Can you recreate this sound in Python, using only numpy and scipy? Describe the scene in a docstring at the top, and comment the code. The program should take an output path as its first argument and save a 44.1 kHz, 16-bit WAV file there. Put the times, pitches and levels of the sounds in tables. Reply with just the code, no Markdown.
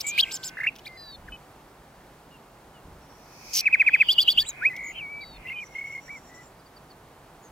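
"""A nightingale sings two phrases close by: whistles, arcs, warbles, a harsh buzz and loud repeated notes.
Each note is a sine that follows a pitch curve, with overtones, roughness and a hiss of breath.
Both sides of its syrinx (the voice organ) sound, at times together; soft twitters trail each phrase.
Noise bursts make the bill snaps, decaying noise the faint woodland echo, and shaped noise the thin
bands of hiss and the low, distant outdoor rush."""
import sys
import numpy as np
from scipy import signal
from scipy.fft import rfft, irfft, next_fast_len
from scipy.io import wavfile
from scipy.ndimage import uniform_filter1d, map_coordinates

SR = 44100
rng = np.random.default_rng(int(sys.argv[2]) if len(sys.argv) > 2 else 0)


def int16_out(signal):
    """Quantize to a 16-bit WAV file."""
    q = np.round(np.clip(np.atleast_2d(signal).T, -1, 1) * 32767)
    wavfile.write(sys.argv[1], SR, q.astype(np.int16))


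N = 331191

# distant rush, its colour: (frequency [Hz], relative level [dB])
RUSH_COLOUR = [(15, -38.5), (25, -10), (53, -3.5), (86, -10), (152, -2.5), (204, -8), (267, -7.5),
               (567, -9.5), (826, -7.5), (1080, -11), (2560, -22.5), (4040, -26.5), (4500, -26.5),
               (5280, -28.5), (15500, -34)]
# how alike the rush is in both ears: (frequency [Hz], likeness [0 to 1])
RUSH_LIKENESS = [(60, 0.99), (150, 1), (380, 1), (950, 0.82), (2380, 0.68), (5980, 0.48), (15000, 0.81)]
# how far the rush leads on the left: (frequency [Hz], lead [radians])
RUSH_LEAD = [(50, .05), (200, .15), (500, 0.24), (1000, 0.18), (3000, 1)]
# low rumbles: (time [s], length [s], level [dB])
RUMBLES = [(1.18, .18, -49), (2.838, 0.15, -48), (4.352, .115, -47.5), (5.263, 0.25, -52)]
# colour of the rumbles: (frequency [Hz], relative level [dB])
RUMBLE_COLOUR = [(20, -12), (42, 4), (100, -7), (170, -11.5), (300, -15), (1000, -79)]
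# faint bands of hiss: (time [s], length [s], centre [Hz], width [Hz], start level [dB], end level [dB])
HISS_BANDS = [(.172, .043, 3700, 1798, -38, -17), (3, 0.26, 5600, 294, -65, -69),
              (3.321, 0.25, 5500, 1715, -58, -61), (3.511, 0.043, 5670, 2500, -56, -20),
              (3.563, .05, 2970, 646, -41, -34), (4.458, 0.042, 7650, 1200, -44, -31),
              (4.905, 0.103, 2620, 800, -51.5, -38), (5.326, 0.213, 2430, 804, -62, -42),
              (5.598, 0.87, 5700, 452, -63, -64.5), (5.6, 0.89, 7260, 700, -68, -63.5),
              (5.732, 0.32, 2830, 600, -57, -69)]
# woodland echo: (frequency [Hz], time to die by 60 dB [s])
ECHO_DECAY = [(500, 0.406), (2500, 0.41), (6000, 0.28), (14000, 0.058)]
# haze swelling in ahead of the notes: (frequency [Hz], time to rise by 60 dB [s])
HAZE_RISE = [(1500, 1.1), (2600, 0.9), (5000, 1.14), (8000, 1.05), (14000, 1.64)]
# bands cancelled by nearby reflections: (frequency [Hz], width [Hz])
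CANCELLED_BANDS = [(1935, 110), (2690, 91), (3350, 40)]
# how far the bird leads on the left: (frequency [Hz], lead [radians])
BIRD_LEAD = [(100, 0.016), (1500, 0.33), (2200, 0.34), (2650, 0.6), (3100, 0.77), (4600, 1), (5800, 1),
             (7500, .9), (11000, 0.79)]
# stereo balance of the bird by frequency: (frequency [Hz], left minus right [dB])
BIRD_TILT = [(60, -2), (110, -3), (200, -2), (380, -1), (700, -3), (1290, 2), (2380, -0.5), (4400, 0.5),
             (8120, 0), (15000, 1)]
# the bird turns its head: (time [s], left minus right [dB])
HEAD_TURN = [(0, .5), (.5, -1), (.6, -2), (.9, 0), (4.2, -0.5), (4.65, -1), (5.1, 1.5), (5.7, -1)]
# bill snaps: (time [s], level before the trim in bill_snaps() [dB])
BILL_SNAPS = [(0.7547, -40), (0.7614, -37.5), (0.7856, -39.5), (0.7924, -40.5), (4.7651, -32.5)]
# colour of the snaps: (frequency [Hz], relative level [dB])
SNAP_COLOUR = [(1500, -33.5), (3000, 5.5), (4200, -7), (5900, -1.5), (8000, -23), (15000, -13.5)]
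# colour of the breathy part of the song: (frequency [Hz], relative level [dB])
BREATH_COLOUR = [(1000, -38), (2700, -0.5), (3800, -3), (5500, -3), (8000, -6.5), (10000, -6),
                 (12000, -6.5), (14000, -2.5), (15500, -9.5)]
# richness in overtones: (pitch of the note [Hz], boost of its overtones [dB])
RICHNESS = [(2000, 3), (2600, -9), (3500, 9.5), (4700, 7), (7000, 5)]
# how the open bill radiates overtones: (overtone frequency [Hz], boost [dB])
OPEN_BILL = [(3000, 2.5), (5500, 1.5), (8000, -3), (11000, -8.5), (12800, 2.5), (14000, 16), (15500, 5)]

# soft pip, its shape: (time after onset [s], pitch [Hz], level [dB])
PIP = [(0, 1987, -13.5), (.005, 2188, 0.5), (.013, 2196, -1.5), (.022, 2200, -3.5), (.029, 2080, -20.5)]
# falling note, its shape: (time after onset [s], pitch [Hz], level [dB])
FALL = [(0, 2540, -32), (.004, 2553, -14), (.012, 2517, -11.5), (.02, 2280, -9.5), (.026, 2067, -12.5),
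        (.031, 1675, -26), (.036, 1350, -40)]
# rising note, its shape: (time after onset [s], pitch [Hz], level [dB])
RISE = [(0, 2780, -27), (.005, 2910, -13), (.011, 3036, -11), (.016, 3210, -8.5), (.021, 3338, -12),
        (.027, 3463, -17), (.035, 3540, -23.5), (.043, 3490, -37.5)]
# hook that the other side of the syrinx adds to every rise: (time after onset [s], pitch [Hz], level [dB])
HOOK = [(.026, 4710, -32.5), (.035, 4834, -23.5), (.043, 4735, -21), (.051, 4550, -26), (.059, 4050, -34)]
# upper voice of an arch sung by both sides at once: (time after onset [s], pitch [Hz], level [dB])
ARCH_HIGH = [(0, 2890, -39), (.008, 4800, -33), (.017, 7600, -34.5), (.027, 7950, -33.5), (.047, 7250, -31),
             (.061, 6200, -36.5), (.068, 4700, -44)]
# lower voice of the same arch: (time after onset [s], pitch [Hz], level [dB])
ARCH_LOW = [(.005, 2670, -37.5), (.02, 5150, -39.5), (.035, 5350, -35.5), (.053, 5100, -39),
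            (.067, 2904, -39.5)]
# small low hoop, its shape: (time after onset [s], pitch [Hz], level [dB])
HOOP = [(0, 1574, -0.5), (.007, 1990, 0.5), (.014, 2080, -0.5), (.023, 1506, -6.5)]
# when the pips come: (onset [s], added level [dB], pitch [ratio])
PIPS = [(5.748, -27.5, .98), (5.779, -28, .99), (5.808, -29.5, 1), (5.838, -30, 1), (5.867, -33, 1),
        (5.893, -33, 0.99), (5.921, -33, 1.005), (5.946, -31, .98), (5.974, -33.5, .98)]
# when the falls come: (onset [s], added level [dB], pitch [ratio])
FALLS = [(3.654, -2.5, 1.024), (3.725, 0, 1.007), (3.795, 0, 1.018), (3.863, -.5, 0.99), (3.930, 0, 1),
         (3.998, 0.5, 1.03)]
# when the rises and hooks come: (onset [s], added level [dB], pitch [ratio])
RISES = [(4.084, 0.0029, 1), (4.179, 0.0083, 1.006), (4.274, 0.0065, .995), (4.372, 0, 1)]
# when the arches come: (onset [s], added level [dB], pitch [ratio])
ARCHES = [(.309, -0.16, 1), (0.43, -1.5, 0.98)]
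# when the hoops come: (onset [s], added level [dB], pitch [ratio])
HOOPS = [(.57, -28, 0.99), (.601, -24.5, 1.02), (.633, -22.5, 1.06)]
# repertoire: (shape, repeats, rasp [dB], sweep widening with each repeat [share])
SYLLABLES = [(FALL, FALLS, -37, 0), (RISE, RISES, -28, 0.12), (HOOK, RISES, -13, -.1), (PIP, PIPS, -30, 0),
             (ARCH_HIGH, ARCHES, -8, 0), (ARCH_LOW, ARCHES, -9.5, 0), (HOOP, HOOPS, -29, .1)]

# short slurred whistle: (time [s], pitch [Hz], rms level before SLUR_DB [dB])
SWOOP = [(.663, 1690, -29.5), (.669, 2232, -21.5), (.675, 2757, -17), (.681, 2757, -21), (.697, 2275, -37)]
# faint upward slide: (time [s], pitch [Hz], rms level before SLUR_DB [dB])
SLIDE = [(4.41, 1718, -50), (4.436, 1785, -48), (4.448, 1995, -49.5), (4.47, 3866, -42), (4.486, 4014, -44),
         (4.52, 3754, -51.5)]
# whistle that sweeps up: (time [s], pitch [Hz], rms level before SLUR_DB [dB])
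UPSWEEP = [(4.611, 1300, -49), (4.627, 1520, -30), (4.643, 1867, -28.5), (4.655, 2203, -17.5),
           (4.669, 2510, -20), (4.681, 2560, -24.5), (4.697, 2484, -40.5)]
# long whistle that sinks: (time [s], pitch [Hz], rms level before SLUR_DB [dB])
LONG_WHISTLE = [(4.951, 3138, -47.5), (4.987, 3065, -38.5), (5.019, 2330, -39), (5.037, 2275, -37.5),
                (5.089, 2223, -43), (5.099, 2290, -39.5), (5.227, 2325, -44.5), (5.241, 2115, -42),
                (5.247, 2050, -45)]
# shorter sinking whistle: (time [s], pitch [Hz], rms level before SLUR_DB [dB])
SHORT_WHISTLE = [(5.526, 2559, -44.5), (5.572, 2430, -37.5), (5.624, 2430, -42), (5.636, 2170, -41),
                 (5.644, 2000, -43.5)]
# last faint whistle: (time [s], pitch [Hz], rms level before SLUR_DB [dB])
LAST_WHISTLE = [(6.08, 1782, -44.5), (6.104, 2277, -40.5), (6.15, 2306, -45), (6.17, 2130, -45.5),
                (6.186, 2000, -51.5)]
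# held notes that glide evenly: (time [s], length [s], start pitch [Hz], end pitch [Hz], level [dB])
HELD_NOTES = [(0.042, .134, 2250, 2510, -32.5), (0.15, .4, 1600, 1510, -51), (.884, .09, 2114, 2047, -45),
              (0.973, .14, 1830, 1707, -56), (4.246, .07, 3820, 4050, -44),
              (4.698, .036, 2063, 1950, -32.5), (5.451, .029, 2000, 2086, -36.5),
              (5.472, .026, 2720, 2752, -30), (5.499, .033, 2070, 2210, -31),
              (5.557, 0.049, 3020, 3030, -44), (6.295, .13, 1950, 1987, -44.5)]
# two-voiced drooping sighs:
# (time [s], length [s], upper pitch [Hz], droop [share], start level [dB], fading [dB])
SIGHS = [(.972, .19, 4806, .135, -46.5, -1.5), (1.321, 0.045, 3000, 0.013, -38.5, 9.5),
         (5.207, .168, 4570, .08, -47.5, 4.5)]
# quick chirps:
# (time [s], length [s], start [Hz], middle [Hz], end pitch [Hz], peak level [dB], rasp [dB])
CHIRPS = [(.003, 0.017, 3620, 5260, 5580, -33.5, 4.5), (0.177, .038, 2194, 3125, 5097, -11.5, -15.5),
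          (0.223, .023, 3180, 3226, 2560, -15.5, -31.5), (0.849, 0.025, 3000, 3950, 5250, -38, -11),
          (0.862, 0.019, 1840, 2390, 2100, -33, -17.5), (.874, .011, 5040, 4300, 2990, -37, -13),
          (1.276, 0.021, 2150, 1730, 1340, -37, -24), (4.479, .031, 8300, 7080, 6370, -26.5, -19)]
# small birds far off: (time [s], length [s], middle pitch [Hz], peak level [dB])
FAR_CALLS = [(2.308, .082, 2780, -53), (2.737, .06, 2900, -57), (5.655, .023, 6000, -51),
             (6.03, .06, 5720, -52.5), (6.59, 0.02, 4850, -60), (6.657, 0.021, 4650, -56.5),
             (6.763, 0.02, 4580, -51.5), (6.901, 0.025, 4500, -51), (7.424, .065, 6600, -55.5)]
# warbled notes: (time [s], length [s], start, middle, end pitch [Hz], start, middle, end level [dB],
# rasp [dB], swing rate [per s], swing [Hz])
WARBLES = [ (0.066, 0.05, 7550, 7160, 6050, -28.5, -24.5, -39.5, -12, 149, 476),
           (0.25, 0.073, 2220, 2440, 2560, -37, -37.5, -42, -21, 53.5, 336),
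           (3.534, 0.077, 5680, 5580, 5090, -31.5, -21.5, -27.5, -0.5, 84.9, 752),
           (4.733, .188, 2070, 2136, 2143, -34, -32, -34.5, -35, 55.7, 128),
           (4.837, 0.099, 7000, 6870, 6880, -49, -41, -55, -26, 24.4, 265)]

SLUR_DB, SLUR_RASP_DB, HELD_RASP_DB = 2, -37.5, -27
LOWER_RATIO, LOWER_DB, SIGH_RASP_DB = 0.852, -2.5, -33.5  # a sigh's second voice against its first
CHIRP_SWELL_DB = 10  # the middle of a chirp over its ends
FAR_SWELL_DB, FAR_SAG, FAR_RASP_DB = 6.5, 0.047, -16  # sag: share of pitch above at start, below at end
TOP_HZ = 15830
HALVES = np.array([[0.5], [-0.5]])  # shares a left-minus-right difference between the two sides


def amp(db):
    """Turn decibels into gain."""
    return 10 ** (np.asarray(db) / 20)


def unit(x):
    """Scale a sound to an rms of 1."""
    return x / np.sqrt(np.mean(x ** 2) + 1e-20)


def along(points, hz):
    """Read a (Hz, value) curve on a log frequency axis."""
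    f, value = np.transpose(points)
    return np.interp(np.log(hz + 1), np.log(f + 1), value)


def filtered(x, response):
    """Multiply the spectrum of a sound by a response, which may be complex."""
    n = x.shape[-1]
    padded = next_fast_len(n + SR // 10)
    spectrum = rfft(x, padded) * response(np.fft.rfftfreq(padded, 1 / SR))
    return irfft(spectrum, padded)[..., :n]


def noise(colour, channels=2):
    """Coloured noise of rms 1, unrelated between channels."""
    white = rng.standard_normal((channels, N))
    return unit(filtered(white, lambda hz: amp(along(colour, hz))))


def wobble(rate):
    """A smooth random curve with this many random points a second."""
    points = rng.standard_normal(N // 4)
    return map_coordinates(points, [np.arange(N) * rate / SR], order=2, mode="wrap")


def add(track, s, x):
    """Mix a sound into the track from time s [s]."""
    part = track[..., max(round(s * SR), 0):][..., :x.shape[-1]]
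    part += x[..., :part.shape[-1]]


def clock(length):
    """Sample times [s] of a short sound."""
    return np.arange(int(length * SR)) / SR


def fade(t, edge):
    """Open and close a sound softly over edge [s]."""
    to_nearest_end = np.minimum(t, t[-1] - t)
    return np.sin(np.pi / 2 * np.clip(to_nearest_end / edge, 0, 1))


def ports(hz, lead):
    """Shift the phase at the left and right microphones, as for sound arriving at a slant."""
    return np.exp(0.5j * along(lead, hz) * np.array([[1], [-1]]))


def background(air_db=-51, balance_db=-1, waver_db=0.5):
    """A distant rush of noise, nearly steady and a little to the right, with a few low rumbles."""
    a, b = noise(RUSH_COLOUR)

    # a shared and an opposed part set how alike the two sides are
    def turn(hz):
        return np.arccos(np.clip(along(RUSH_LIKENESS, hz), -1, 1)) / 2

    mid = filtered(a, lambda hz: np.cos(turn(hz)))
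    side = filtered(b, lambda hz: np.sin(turn(hz)))
    rush = unit(filtered(np.array([mid + side, mid - side]), lambda hz: ports(hz, RUSH_LEAD)))
    rush_level = amp(air_db + waver_db * wobble(5.4) + balance_db * HALVES)
    swell = np.zeros(N)
    for s, length, db in RUMBLES:
        add(swell, s, amp(db) * fade(clock(length), 0.018))
    return rush * rush_level + swell * noise(RUMBLE_COLOUR, channels=1)


def hiss_bands(flicker_db=3.5):
    """Faint bands of hiss: noise around one frequency, flickering in level."""
    out = np.zeros((2, N))
    for s, length, centre_hz, width_hz, start_db, end_db in HISS_BANDS:
        t = clock(length)
        white = rng.standard_normal((2, SR))
        band = filtered(white, lambda hz: 1 / (1 + (2 * (hz - centre_hz) / width_hz) ** 4))
        level_db = start_db + (end_db - start_db) * t / length
        add(out, s, unit(band)[:, :len(t)] * amp(level_db) * fade(t, 0.013))
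    return out * amp(flicker_db * wobble(40))


def diffuse(x, decay):
    """Smear a sound into a stereo noise tail in which each frequency dies at its own speed."""
    hz, t, grains = signal.stft(rng.standard_normal((2, SR // 2)), SR, nperseg=256)
    dying = grains * amp(-60 * t / along(decay, hz)[:, None])
    tail = signal.istft(dying, SR, nperseg=256)[1]
    return signal.fftconvolve(x, tail / np.linalg.norm(tail[0]), axes=1)[:, :N]


def haze(bird, haze_db=-20, blur_db=-18, blur_t60=0.28):
    """Backward tails: a haze of its own pitch swells in before each note, thickest just before it."""
    backward = bird[:, ::-1]
    slow = amp(haze_db) * diffuse(backward, HAZE_RISE)
    quick = amp(blur_db) * diffuse(backward, [(3000, blur_t60)])
    return (slow + quick)[:, ::-1]


def path(hz):
    """From perch to microphones: narrow cancellations, then a slanting arrival."""
    holes = np.ones(len(hz), complex)
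    for centre, width in CANCELLED_BANDS:
        gap = centre * centre - hz * hz
        holes *= gap / (gap + 1j * hz * width)
    return holes * ports(hz, BIRD_LEAD) * amp(along(BIRD_TILT, hz) * HALVES)


def bill_snaps(t60=0.025, trim_db=-4):
    """The bill shuts with tiny dry snaps: bursts of noise that die by 60 dB in t60 [s]."""
    blows, t = np.zeros(N), clock(0.035)
    for s, db in BILL_SNAPS:
        add(blows, s, amp(db + trim_db - 60 * t / t60))
    return blows * noise(SNAP_COLOUR, channels=1)


def arc(length, pitches, levels):
    """One gesture: pitch bends through three points while the effort follows three levels."""
    t = clock(length)
    u = t / length
    bend = np.polyfit([0, 0.5, 1], pitches, 2)
    return t, np.polyval(bend, u), np.interp(u, [0, 0.5, 1], levels)


def slur(shape):
    """A gesture gliding smoothly through (s, Hz, dB) points: start, times, pitch, level."""
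    at, pitch, level = np.transpose(shape)
    t = clock(at[-1] - at[0])
    glide = uniform_filter1d(np.interp(at[0] + t, at, pitch), size=220, mode="nearest")
    return at[0], t, glide, np.interp(at[0] + t, at, level)


def twitters():
    """Chirps, far calls and warbles: short arcs of pitch; a warble also swings up and down quickly."""
    for s, length, start_hz, middle_hz, end_hz, db, rasp_db in CHIRPS:
        levels = [db - CHIRP_SWELL_DB, db, db - CHIRP_SWELL_DB]
        yield s, *arc(length, [start_hz, middle_hz, end_hz], levels), rasp_db
    for s, length, hz, db in FAR_CALLS:
        pitches = [hz * (1 + FAR_SAG), hz, hz * (1 - FAR_SAG)]
        levels = [db - FAR_SWELL_DB, db, db - FAR_SWELL_DB]
        yield s, *arc(length, pitches, levels), FAR_RASP_DB
    for s, length, *row in WARBLES:
        t, hz, db = arc(length, row[:3], row[3:6])
        rasp_db, rate, swing_hz = row[6:]
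        yield s, t, hz - swing_hz * np.cos(2 * np.pi * rate * t), db, rasp_db


def whistles():
    """Clear slurs, held notes, and sighs in which the two voices keep a fixed interval."""
    for shape in (SWOOP, SLIDE, UPSWEEP, LONG_WHISTLE, SHORT_WHISTLE, LAST_WHISTLE):
        s, t, hz, rms_db = slur(shape)
        # a sine peaks at twice its mean power
        yield s, t, hz, rms_db + 10 * np.log10(2) + SLUR_DB, SLUR_RASP_DB
    for s, length, start_hz, end_hz, db in HELD_NOTES:
        t = clock(length)
        yield s, t, np.linspace(start_hz, end_hz, len(t)), db, HELD_RASP_DB
    for s, length, upper_hz, droop, db, fading_db in SIGHS:
        t = clock(length)
        hz = upper_hz * (1 - droop * (t / length) ** 2.6)
        level = db - fading_db * t / length
        yield s, t, hz, level, SIGH_RASP_DB
        yield s, t, hz * LOWER_RATIO, level + LOWER_DB, SIGH_RASP_DB


def repeated():
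    """Each syllable keeps its shape; strength, pitch and the width of the sweep vary between repeats."""
    for shape, repeats, rasp_db, widening in SYLLABLES:
        delay, t, hz, level = slur(shape)
        for k, (s, db, ratio) in enumerate(repeats):
            widened = hz + k * widening * (hz - hz.mean())
            yield s + delay, t, ratio * widened, level + db, rasp_db


def gestures():
    """Every note as (onset, times, pitch, level, rasp)."""
    return [*repeated(), *whistles(), *twitters()]


def song(second_db=-39, third_db=-44, fourth_db=-46, jitter=0.0072, flutter_db=1.36,
         hiss_db=-4, edge=0.0013, ease=0.015):
    """The syrinx gives a nearly pure tone; rasp roughens it and adds a hiss of air."""
    voice, air_power = np.zeros(N), np.zeros(N)
    drift, flutter, shake, grit = wobble(220), wobble(160), wobble(1400), wobble(1400)
    for s, t, hz, db, rasp_db in gestures():
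        here = round(s * SR) + np.arange(len(t))
        phase = 2 * np.pi * np.cumsum(hz * (1 + jitter * drift[here])) / SR
        # long notes open and close more gently
        effort = amp(db + flutter_db * flutter[here]) * fade(t, edge + ease * t[-1])
        roughness = shake[here] * np.sin(phase) + grit[here] * np.cos(phase)
        tone = np.sin(phase) + amp(rasp_db) * roughness
        # richness depends on pitch, and the overtones shake in phase
        richness_db = along(RICHNESS, hz)
        for k, over_db in ((2, second_db), (3, third_db), (4, fourth_db)):
            overtone = np.sin(k * (phase + 0.25 * shake[here]))
            strength = amp(over_db + richness_db + along(OPEN_BILL, k * hz))
            tone += strength * overtone * (k * hz < SR / 2)
        add(voice, s, effort * tone)
        add(air_power, s, (effort * amp(rasp_db + hiss_db)) ** 2)
    # breath that is partly shared by both sides
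    hiss = unit(noise(BREATH_COLOUR, channels=1) + noise(BREATH_COLOUR))
    # the air flow starts and stops more slowly than the tone
    air_flow = np.sqrt(np.abs(uniform_filter1d(air_power, size=400)))
    return voice + air_flow * hiss


def scene(echo_db=-29):
    """The near bird with its haze and echo, the hiss bands and the background."""
    facing_db = np.interp(np.arange(N) / SR, *np.transpose(HEAD_TURN)) * HALVES
    bird = amp(facing_db) * filtered(song() + bill_snaps(), path)
    echo = amp(echo_db) * diffuse(bird, ECHO_DECAY)
    return bird + haze(bird) + echo + hiss_bands() + background()


def record(dry):
    """The recorder keeps nothing above its band limit."""
    return filtered(dry, lambda hz: hz < TOP_HZ)


dry = scene()
out = record(dry)
int16_out(out)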